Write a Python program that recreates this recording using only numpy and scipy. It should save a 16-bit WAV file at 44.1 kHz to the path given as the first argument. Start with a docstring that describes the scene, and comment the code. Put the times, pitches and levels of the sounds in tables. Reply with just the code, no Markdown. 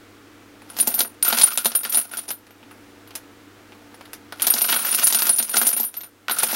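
"""Bright clinks and rattles: a hand drops, picks up and stirs empty brass cases in a tub.
Each blow is a short knock that rings three high tones in a case's thin wall, the air inside
it and the tub. Stirring makes a crowd of tiny ticks that ring the same way.
Mains hum and workshop noise lie underneath. The gain control of a nearby camera turns
everything down when the clatter is loud, so the background dips with it."""
import sys
import numpy as np
from scipy import signal
from scipy.fft import rfft, irfft, next_fast_len
from scipy.io import wavfile
from scipy.ndimage import uniform_filter1d

SR = 44100
rng = np.random.default_rng(int(sys.argv[2]) if len(sys.argv) > 2 else 0)


def wav_record(signal):
    """Record a signal, one row per channel, as 16-bit PCM in the file named by sys.argv[1]."""
    frames = np.transpose(np.atleast_2d(signal))
    bounded = np.clip(frames, -1, 1)
    # unit amplitude maps onto the largest positive 16-bit level
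    quanta = np.round(bounded * 32767).astype(np.int16)
    wavfile.write(sys.argv[1], SR, quanta)


N = 288855

# Tones of a case's wall: f/Hz, level/dB, pitch spread between cases/fraction
WALL_TONES = [(9680, 0, .005), (12950, -1, .005), (15640, -9, .005)]
# Tones of the tub: f/Hz, level/dB, t60/s (the time a sound takes to fade by 60 dB)
TUB_TONES = [(232.8, -2, 0.16), (376, 1, 0.031), (519.4, -9, 0.2), (672.4, 4, 0.044), (887, 4.5, 0.036)]
# Tones of the air in the cases, open or half covered: f/Hz, level/dB, t60/s
AIR_TONES = [(1250, -5, .022), (1385, 0, .028), (1490, -1, .025)]


def amp(db):
    """Turns decibels into a factor to multiply a sound by."""
    return 10 ** (np.asarray(db) / 20)


def unit_level(x):
    """Scales a signal to an average power of 1."""
    return x / np.sqrt(np.mean(x ** 2) + 1e-20)


def colour(x, points):
    """Makes some pitches louder and others softer, along a curve of (f/Hz, level/dB) points."""
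    size = next_fast_len(x.shape[-1])
    hz, db = np.transpose(points)
    gain = amp(np.interp(np.log(np.fft.rfftfreq(size, 1 / SR) + 1), np.log(hz), db))
    return irfft(rfft(x, size) * gain, size)[..., :x.shape[-1]]


def ring(x, hz, t60):
    """One ringing tone: each push in x starts a sine wave that dies away."""
    fade = 10 ** (-3 / (max(t60, .004) * SR))
    turn = 2 * np.pi * hz / SR
    return signal.lfilter([0, np.sin(turn)], [1, -2 * fade * np.cos(turn), fade * fade], x)


def body(x, tones):
    """A pushed object rings with all its tones at once."""
    return sum((-1) ** k * amp(db) * ring(x, hz, t60) for k, (hz, db, t60) in enumerate(tones))


def workshop():
    """Steady room noise and a mains hum whose tones waver."""
    # Colour of the room noise: f/Hz, relative level/dB
    room_colour = [(12, -46), (20, -24.5), (65, -23), (102, -13), (169, -23.5), (297, -5), (551, -16),
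                   (729, -17), (994, -18), (1320, -15), (5210, -28.5), (13600, -39), (16500, -35)]
    # Tones of the hum: f/Hz, level/dB, width of the wavering/Hz
    hum_tones = [(24.82, -72.5, 1), (49, -75, 1), (100.8, -59.5, 0.29), (210.4, -63.5, 10),
                 (293.7, -55, 5.5), (473, -62, 8)]
    t = np.arange(N) / SR
    out = amp(-49.85) * unit_level(colour(rng.standard_normal(N), room_colour))
    for hz, db, width in hum_tones:
        drift = np.cumsum(rng.standard_normal(N)) * np.sqrt(2 * np.pi * width / SR)
        out += amp(db) * np.sqrt(2) * np.sin(2 * np.pi * hz * t + uniform_filter1d(drift, 400))
    return out


def knocks(tilts_db, chatter_t60, pile_db):
    """One noise burst per (low, high) tilt: a snap, uneven chatter, then scatter through the pile."""
    # Colour of brass hitting brass: f/Hz, relative level/dB
    knock_colour = [(100, -56), (200, -23.5), (600, -2.5), (1500, -2), (2500, -2.5), (4000, 0),
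                    (6000, -5.5), (8500, -15.5), (10200, -2.5), (11700, -12), (13300, -7.5), (14400, -11.5),
                    (17000, -24)]
    snap_t60, pile_t60 = .0015, .13
    t = np.arange(6000) / SR
    log_hz = np.log(np.array(knock_colour)[:, 0])
    bursts = []
    for tilt_db in tilts_db:
        noise, lumps = rng.standard_normal((2, len(t)))
        snap = amp(6 - 60 * t / snap_t60)
        chatter = .51 * amp(5 * unit_level(uniform_filter1d(lumps, 50)) - 60 * t / chatter_t60)
        scatter = amp(pile_db - 60 * t / pile_t60)
        own_db = 3 * lumps[:len(knock_colour)]  # no two knocks have the same colour
        own_db += np.interp(log_hz, np.log([2500, 7000]), tilt_db)
        usual_level = np.sqrt(np.mean(colour(noise, knock_colour) ** 2))
        burst = colour(noise, knock_colour + np.outer(own_db, [0, 1])) / usual_level
        bursts.append(burst * (snap + chatter + scatter) / 2)
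    return bursts


def stirring():
    """Cases slide under the hand and bump each other in many tiny ticks."""
    # One curve per hand movement: t/s, rattle level/dB, air level compared with the rattle/dB
    movements = [
        [(.6, -70, -26), (.798, -39.5, -30), (.984, -41, -22), (1.008, -24, -23), (1.028, -44, -17),
         (1.15, -65, -25)],
        [(1.225, -43.5, -15), (1.273, -28, -17), (1.421, -21, -29), (1.56, -27.5, -17), (1.843, -44, -22),
         (1.967, -20.5, -28), (2.08, -47, -20), (2.156, -33.5, -22), (2.292, -51.5, -23.5), (2.45, -73.5, -24)],
        [(2.55, -69.5, -22), (2.75, -64.5, -26.5), (2.89, -67, -17.5), (3.03, -72, -22)],
        [(3.05, -80.5, -27), (3.166, -55.5, -28), (3.25, -76, -24.5)],
        [(3.55, -81.5, -24.5), (3.734, -67.5, -24), (4.13, -65, -25.5), (4.25, -76.5, -21)],
        [(4.32, -67, -20), (4.426, -39, -19), (4.6, -29.5, -26), (4.724, -20.5, -25.5), (4.782, -29, -26),
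         (4.942, -22.5, -29.5), (5.29, -22.5, -23.5), (5.312, -32.5, -26), (5.492, -32.5, -34),
         (5.558, -21, -23.5), (5.834, -29.5, -33), (5.92, -52.5, -22), (5.942, -38.5, -25), (6.1, -64, -7)],
        [(6.282, -38.5, -4), (6.312, -33, -16), (6.528, -24.5, -25), (6.55, -22, -30)],
    ]
    cases, base_ticks_per_s, wall_t60 = 20, 650, .18
    t = np.arange(N) / SR
    bunching = np.exp(1.1 * unit_level(uniform_filter1d(rng.standard_normal(N), 500)))
    ticks = amp(2 * np.minimum(rng.exponential(1, N), 4))
    ticks *= rng.random(N) < bunching * base_ticks_per_s / SR  # cases slip in bunches
    ticks /= np.sqrt(abs(uniform_filter1d(ticks ** 2, 2500)) + 1e-3)  # even out the loudness
    times, rattle_db, air_db = np.transpose([row for curve in movements for row in curve])
    level_db = np.interp(t, times, rattle_db)
    moving = sum((t > curve[0][0]) & (t < curve[-1][0]) for curve in movements)
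    ticks *= moving * amp(level_db)
    effort_db = level_db + 38  # harder stirring gives the walls a bigger share, the tub a smaller one
    to_wall = ticks * amp(-27.5 + .26 * effort_db)
    to_tub = ticks * amp(-37.5 - .65 * effort_db)
    to_air = ticks * amp(np.interp(t, times, air_db))
    which_case = rng.integers(0, cases, N)
    rattle, walls = np.zeros((2, N))
    for k, knock in enumerate(knocks(np.zeros((cases, 2)), chatter_t60=.01, pile_db=-16)):
        hit = which_case == k
        rattle += signal.oaconvolve(ticks * hit, knock / np.linalg.norm(knock))[:N]
        for hz, db, spread in WALL_TONES:
            pushes = to_wall * hit * amp(db) * rng.standard_normal(N)
            walls += ring(pushes, hz * (1 + spread * rng.standard_normal()), wall_t60)
    tub = body(to_tub * rng.standard_normal(N), TUB_TONES)
    air = body(to_air * rng.standard_normal(N), AIR_TONES)
    return rattle + walls + tub + air


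def blows():
    """Each clear blow and its bounces ring one case; its wall tones come in close, throbbing pairs."""
    # Blows: t/s, then level/dB of the knock, first wall tone, second wall tone, air inside, tub
    strikes = [(0.6195, -45.5, -44, -58, -46, -52), (0.7002, -34.5, -29.5, -45, -51, -55),
               (0.767, -28, -35, -30, -49, -58), (0.7873, -21.5, -31, -22, -55, -38.5),
               (0.8003, -20.5, -7, -13.5, -52, -46), (0.873, -10.5, -26, -14, -38, -27),
               (0.9009, -30.5, -19, -22, -49, -47), (0.941, -22.5, -20, -9, -51, -40.5),
               (0.9819, -29, -22, -26, -49, -43), (0.991, -13, -11.5, -11, -40, -32),
               (1.0062, -11, -40, -16, -35, -29), (1.049, -36.5, -28, -37, -35, -45),
               (1.226, -21.5, -6, -16, -55, -57), (1.249, -12, -25, -15, -29, -48),
               (1.2792, -18.5, -17, -5, -36, -33), (1.327, -6.5, -35, -25, -16, -26),
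               (1.3857, -7, -11, -28, -27, -33), (1.4136, -5.5, -9, -23, -25.5, -35),
               (1.434, -7, 3.5, -8, -22.5, -49.5), (1.5749, -5, -9, -15.5, -21.5, -29.5),
               (1.647, -13.5, -3.5, -11, -35, -33), (1.6572, -2, -11, -6.5, -14.5, -22),
               (1.718, -18.5, -41, -56, -35.5, -42), (1.751, -10.5, 0.5, -3.5, -22, -38),
               (1.7882, -31, -11.5, -20, -42.5, -61), (1.8333, -16.5, -18, -13, -33.5, -46.5),
               (1.851, -10.5, -15, -33, -19.5, -34.5), (1.895, -25.5, -12.5, -12, -61.5, -49),
               (1.924, -20, -13, -9.5, -70, -37), (1.9449, -9.5, 0.5, -12.5, -36.5, -30.5),
               (1.971, -21.5, 1.5, -3, -19, -28), (2.1144, -30, -22, -28, -39, -45.5),
               (2.136, -24.5, -31, -22, -17, -50.5), (2.1706, -17.5, -13, -21, -38, -40.5),
               (2.1905, -22.5, -17, -34, -42, -58.5), (2.2804, -28, -20, -40.5, -59, -42.5),
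               (2.288, -18.5, -27, -27, -42.5, -43), (2.3056, -14.5, -25.5, -14, -28.5, -48.5),
               (2.4683, -41.5, -55, -66.5, -69, -57), (2.507, -41, -58.5, -44.5, -49, -58.5),
               (2.629, -43, -62.5, -65.5, -45, -51), (2.7112, -42.5, -43.5, -44.5, -42, -56),
               (3.075, -39, -42.5, -42.5, -64.5, -58), (3.107, -36.5, -58, -55, -51, -51.5),
               (3.1533, -22, -21, -24, -50, -42.5), (3.7213, -43.5, -65.5, -71.5, -50, -54),
               (3.9432, -40, -43.5, -50, -54, -63), (4.0103, -37.5, -57, -51, -47, -59),
               (4.0547, -42, -47, -49.5, -57, -64.5), (4.1329, -25.5, -39, -43, -50.5, -48.5),
               (4.3238, -25.5, -58, -52, -28.5, -52), (4.398, -26, -34, -40, -37, -62),
               (4.4207, -16, -17, -16, -49, -45), (4.4438, -25, -23, -39, -43, -55),
               (4.4687, -7.5, -33, -14, -35, -31), (4.5015, -23.5, -5, -8, -30, -42),
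               (4.5389, -11.5, -29, -14, -36.5, -29.5), (4.566, -28, -24, -21, -53, -53),
               (4.5833, -14.5, -18, -17, -34, -43), (4.6162, -15.5, -6.5, -14, -43, -33),
               (4.6977, -12.5, -36, -12, -31, -41), (4.7265, -9, -10, -29, -16.5, -30),
               (4.7613, -11.5, -7, -14, -10.5, -39), (4.8488, -14, -30, -9.5, -23, -53),
               (4.9092, -29.5, -8.5, -22, -36, -55), (4.9479, -12, -14, -13, -49, -54),
               (4.996, -10.5, -30, -39, -28, -45), (5.039, -17.5, -1.5, -7, -66, -46),
               (5.0703, -6, -6, -9.5, -52, -40), (5.1256, -5.5, -17, -13, -30.5, -31.5),
               (5.147, -5.5, -3.5, -5.5, -17, -26.5), (5.1877, -8.5, -11, -10, -31, -47),
               (5.221, -6, -11, -3, -16.5, -32.5), (5.253, -18.5, -31, -22, -41, -56),
               (5.2686, -5.5, -38, -9, -26.5, -28), (5.2935, -8.5, 2.5, -8, -20, -27.5),
               (5.3273, -20.5, -2, -17.5, -54, -50), (5.3608, -20.5, -1.5, -13.5, -53, -43),
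               (5.3841, -10, -4, -5, -38.5, -31.5), (5.3984, -14, -13, -27, -20, -25),
               (5.427, -12.5, -8, -14, -37, -44), (5.4945, -19, -12.5, -13.5, -43.5, -40.5),
               (5.5415, -12, -5, -18, -9.5, -31), (5.5577, -7, -15, -18, -37, -25.5),
               (5.5687, -5, -2, -6, -24, -21.5), (5.6148, -2.5, -19, -2, -15.5, -21),
               (5.6495, -18, -6, -21, -25, -41.5), (5.668, -7.5, 0.5, -1, -44.5, -24.5),
               (5.6884, -8, -8, -2, -32, -31.5), (5.7284, -13, -7, -27, -34, -31.5),
               (5.7646, -13, -7.5, -6, -29, -34), (5.7983, -12.5, -29, -1, -47.5, -24.5),
               (5.8299, -21, -26, -6.5, -42, -46), (5.846, -26.5, -10, -13.5, -53, -57),
               (5.9416, -22.5, -34.5, -64, -53, -54), (5.9674, -28.5, -40, -13, -41, -52),
               (6.0076, -25, -41, -20, -44.5, -57), (6.0342, -21, -26, -34, -40, -52),
               (6.2833, -18, -45, -39, -12, -50), (6.2968, -12, -28, -17, -16, -37),
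               (6.3115, -14, -11, -12, -29, -47), (6.3865, -16, -7, -23, -42, -43),
               (6.3987, -13.5, -22, -22, -21.5, -53), (6.4329, -3.5, -9, -17, -23, -25),
               (6.5281, -15.5, -37, -20, -41, -23.5)]
    # Times when fingers hold the cases: start t/s, end t/s
    held_spans = [(0, .75), (2.4, 4.35)]
    wall_t60, bounce_t60, grip_t60, grip_pitch_rise = .082, .15, .18, .012
    out, t = np.zeros(N + SR), np.arange(9000) / SR
    rise = 1 - np.exp(-t / .003)  # the ring builds while the cases touch
    chances = rng.standard_normal((len(strikes), len(WALL_TONES), 3))
    bounces = .027 * rng.standard_normal((len(strikes), len(t))) * amp(-60 * t / bounce_t60)
    pushes = (t == 0) + bounces
    _, knocks_db, _, _, airs_db, _ = np.transpose(strikes)
    hollow_db = airs_db - knocks_db + 20.5  # above zero: more ringing air than usual
    bright_db = 4.5 - .73 * hollow_db + .43 * (knocks_db - knocks_db.mean())
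    bursts = knocks(np.outer(bright_db, [-.5, .5]), chatter_t60=.05, pile_db=-8)
    for strike, knock, chance, push in zip(strikes, bursts, chances, pushes):
        start, knock_db, first_db, second_db, air_db, tub_db = strike
        t60 = wall_t60 * np.exp(.14 * chance[0, 2])
        third_db = second_db - 18.5 + 4 * chance[2, 2]
        held = any(begin < start < end for begin, end in held_spans)
        shape = rise * amp(-60 * t / grip_t60 * held)  # a grip cuts the ring short
        sound = amp(tub_db) * body(push, TUB_TONES) + amp(air_db) * body(push, AIR_TONES)
        sound[:len(knock)] += amp(knock_db) * knock
        walls_db = first_db, second_db, third_db
        for (hz, _, spread), db, (detune, gap, _) in zip(WALL_TONES, walls_db, chance):
            pitch = hz * (1 + spread * detune + grip_pitch_rise * held)  # a grip stiffens the wall
            pair = ring(push, pitch, t60) + .5 * ring(push, pitch * (1 + .007 * gap), t60)
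            sound += amp(db) * shape * pair
        out[round(start * SR):][:len(sound)] += sound
    return out[:N]


def scene():
    """The clatter over the workshop's background; a small tub sends out no deep bass."""
    no_bass = signal.butter(5, 185, "high", fs=SR, output="sos")
    clatter = signal.sosfilt(no_bass, blows() + stirring())
    return (clatter + workshop())[None]


def record(dry):
    """The camera slowly turns loud moments down, clips peaks, adds hiss and cuts the highest treble."""
    follow_s, limit_db, hiss_db = .28, -24, -63.5
    dull_hz, edge_hz = 15950, 17205
    memory = np.exp(-1 / (follow_s * SR))
    power_db = 10 * np.log10(signal.lfilter([1 - memory], [1, -memory], dry[0] ** 2) + 1e-12)
    cut_db = .7 * np.maximum(power_db - limit_db, 0)
    turned_down = np.clip(dry / amp(cut_db), -1, 1)
    hiss = amp(hiss_db) * rng.standard_normal(dry.shape)
    dull, edge = (signal.firwin(511, hz, window=("kaiser", 9), fs=SR) for hz in (dull_hz, edge_hz))
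    treble_cut = dull + .04 * (edge - dull)  # only a trace passes between the two
    return signal.oaconvolve(turned_down + hiss, treble_cut[None], "same")


dry = scene()
out = record(dry)
wav_record(out)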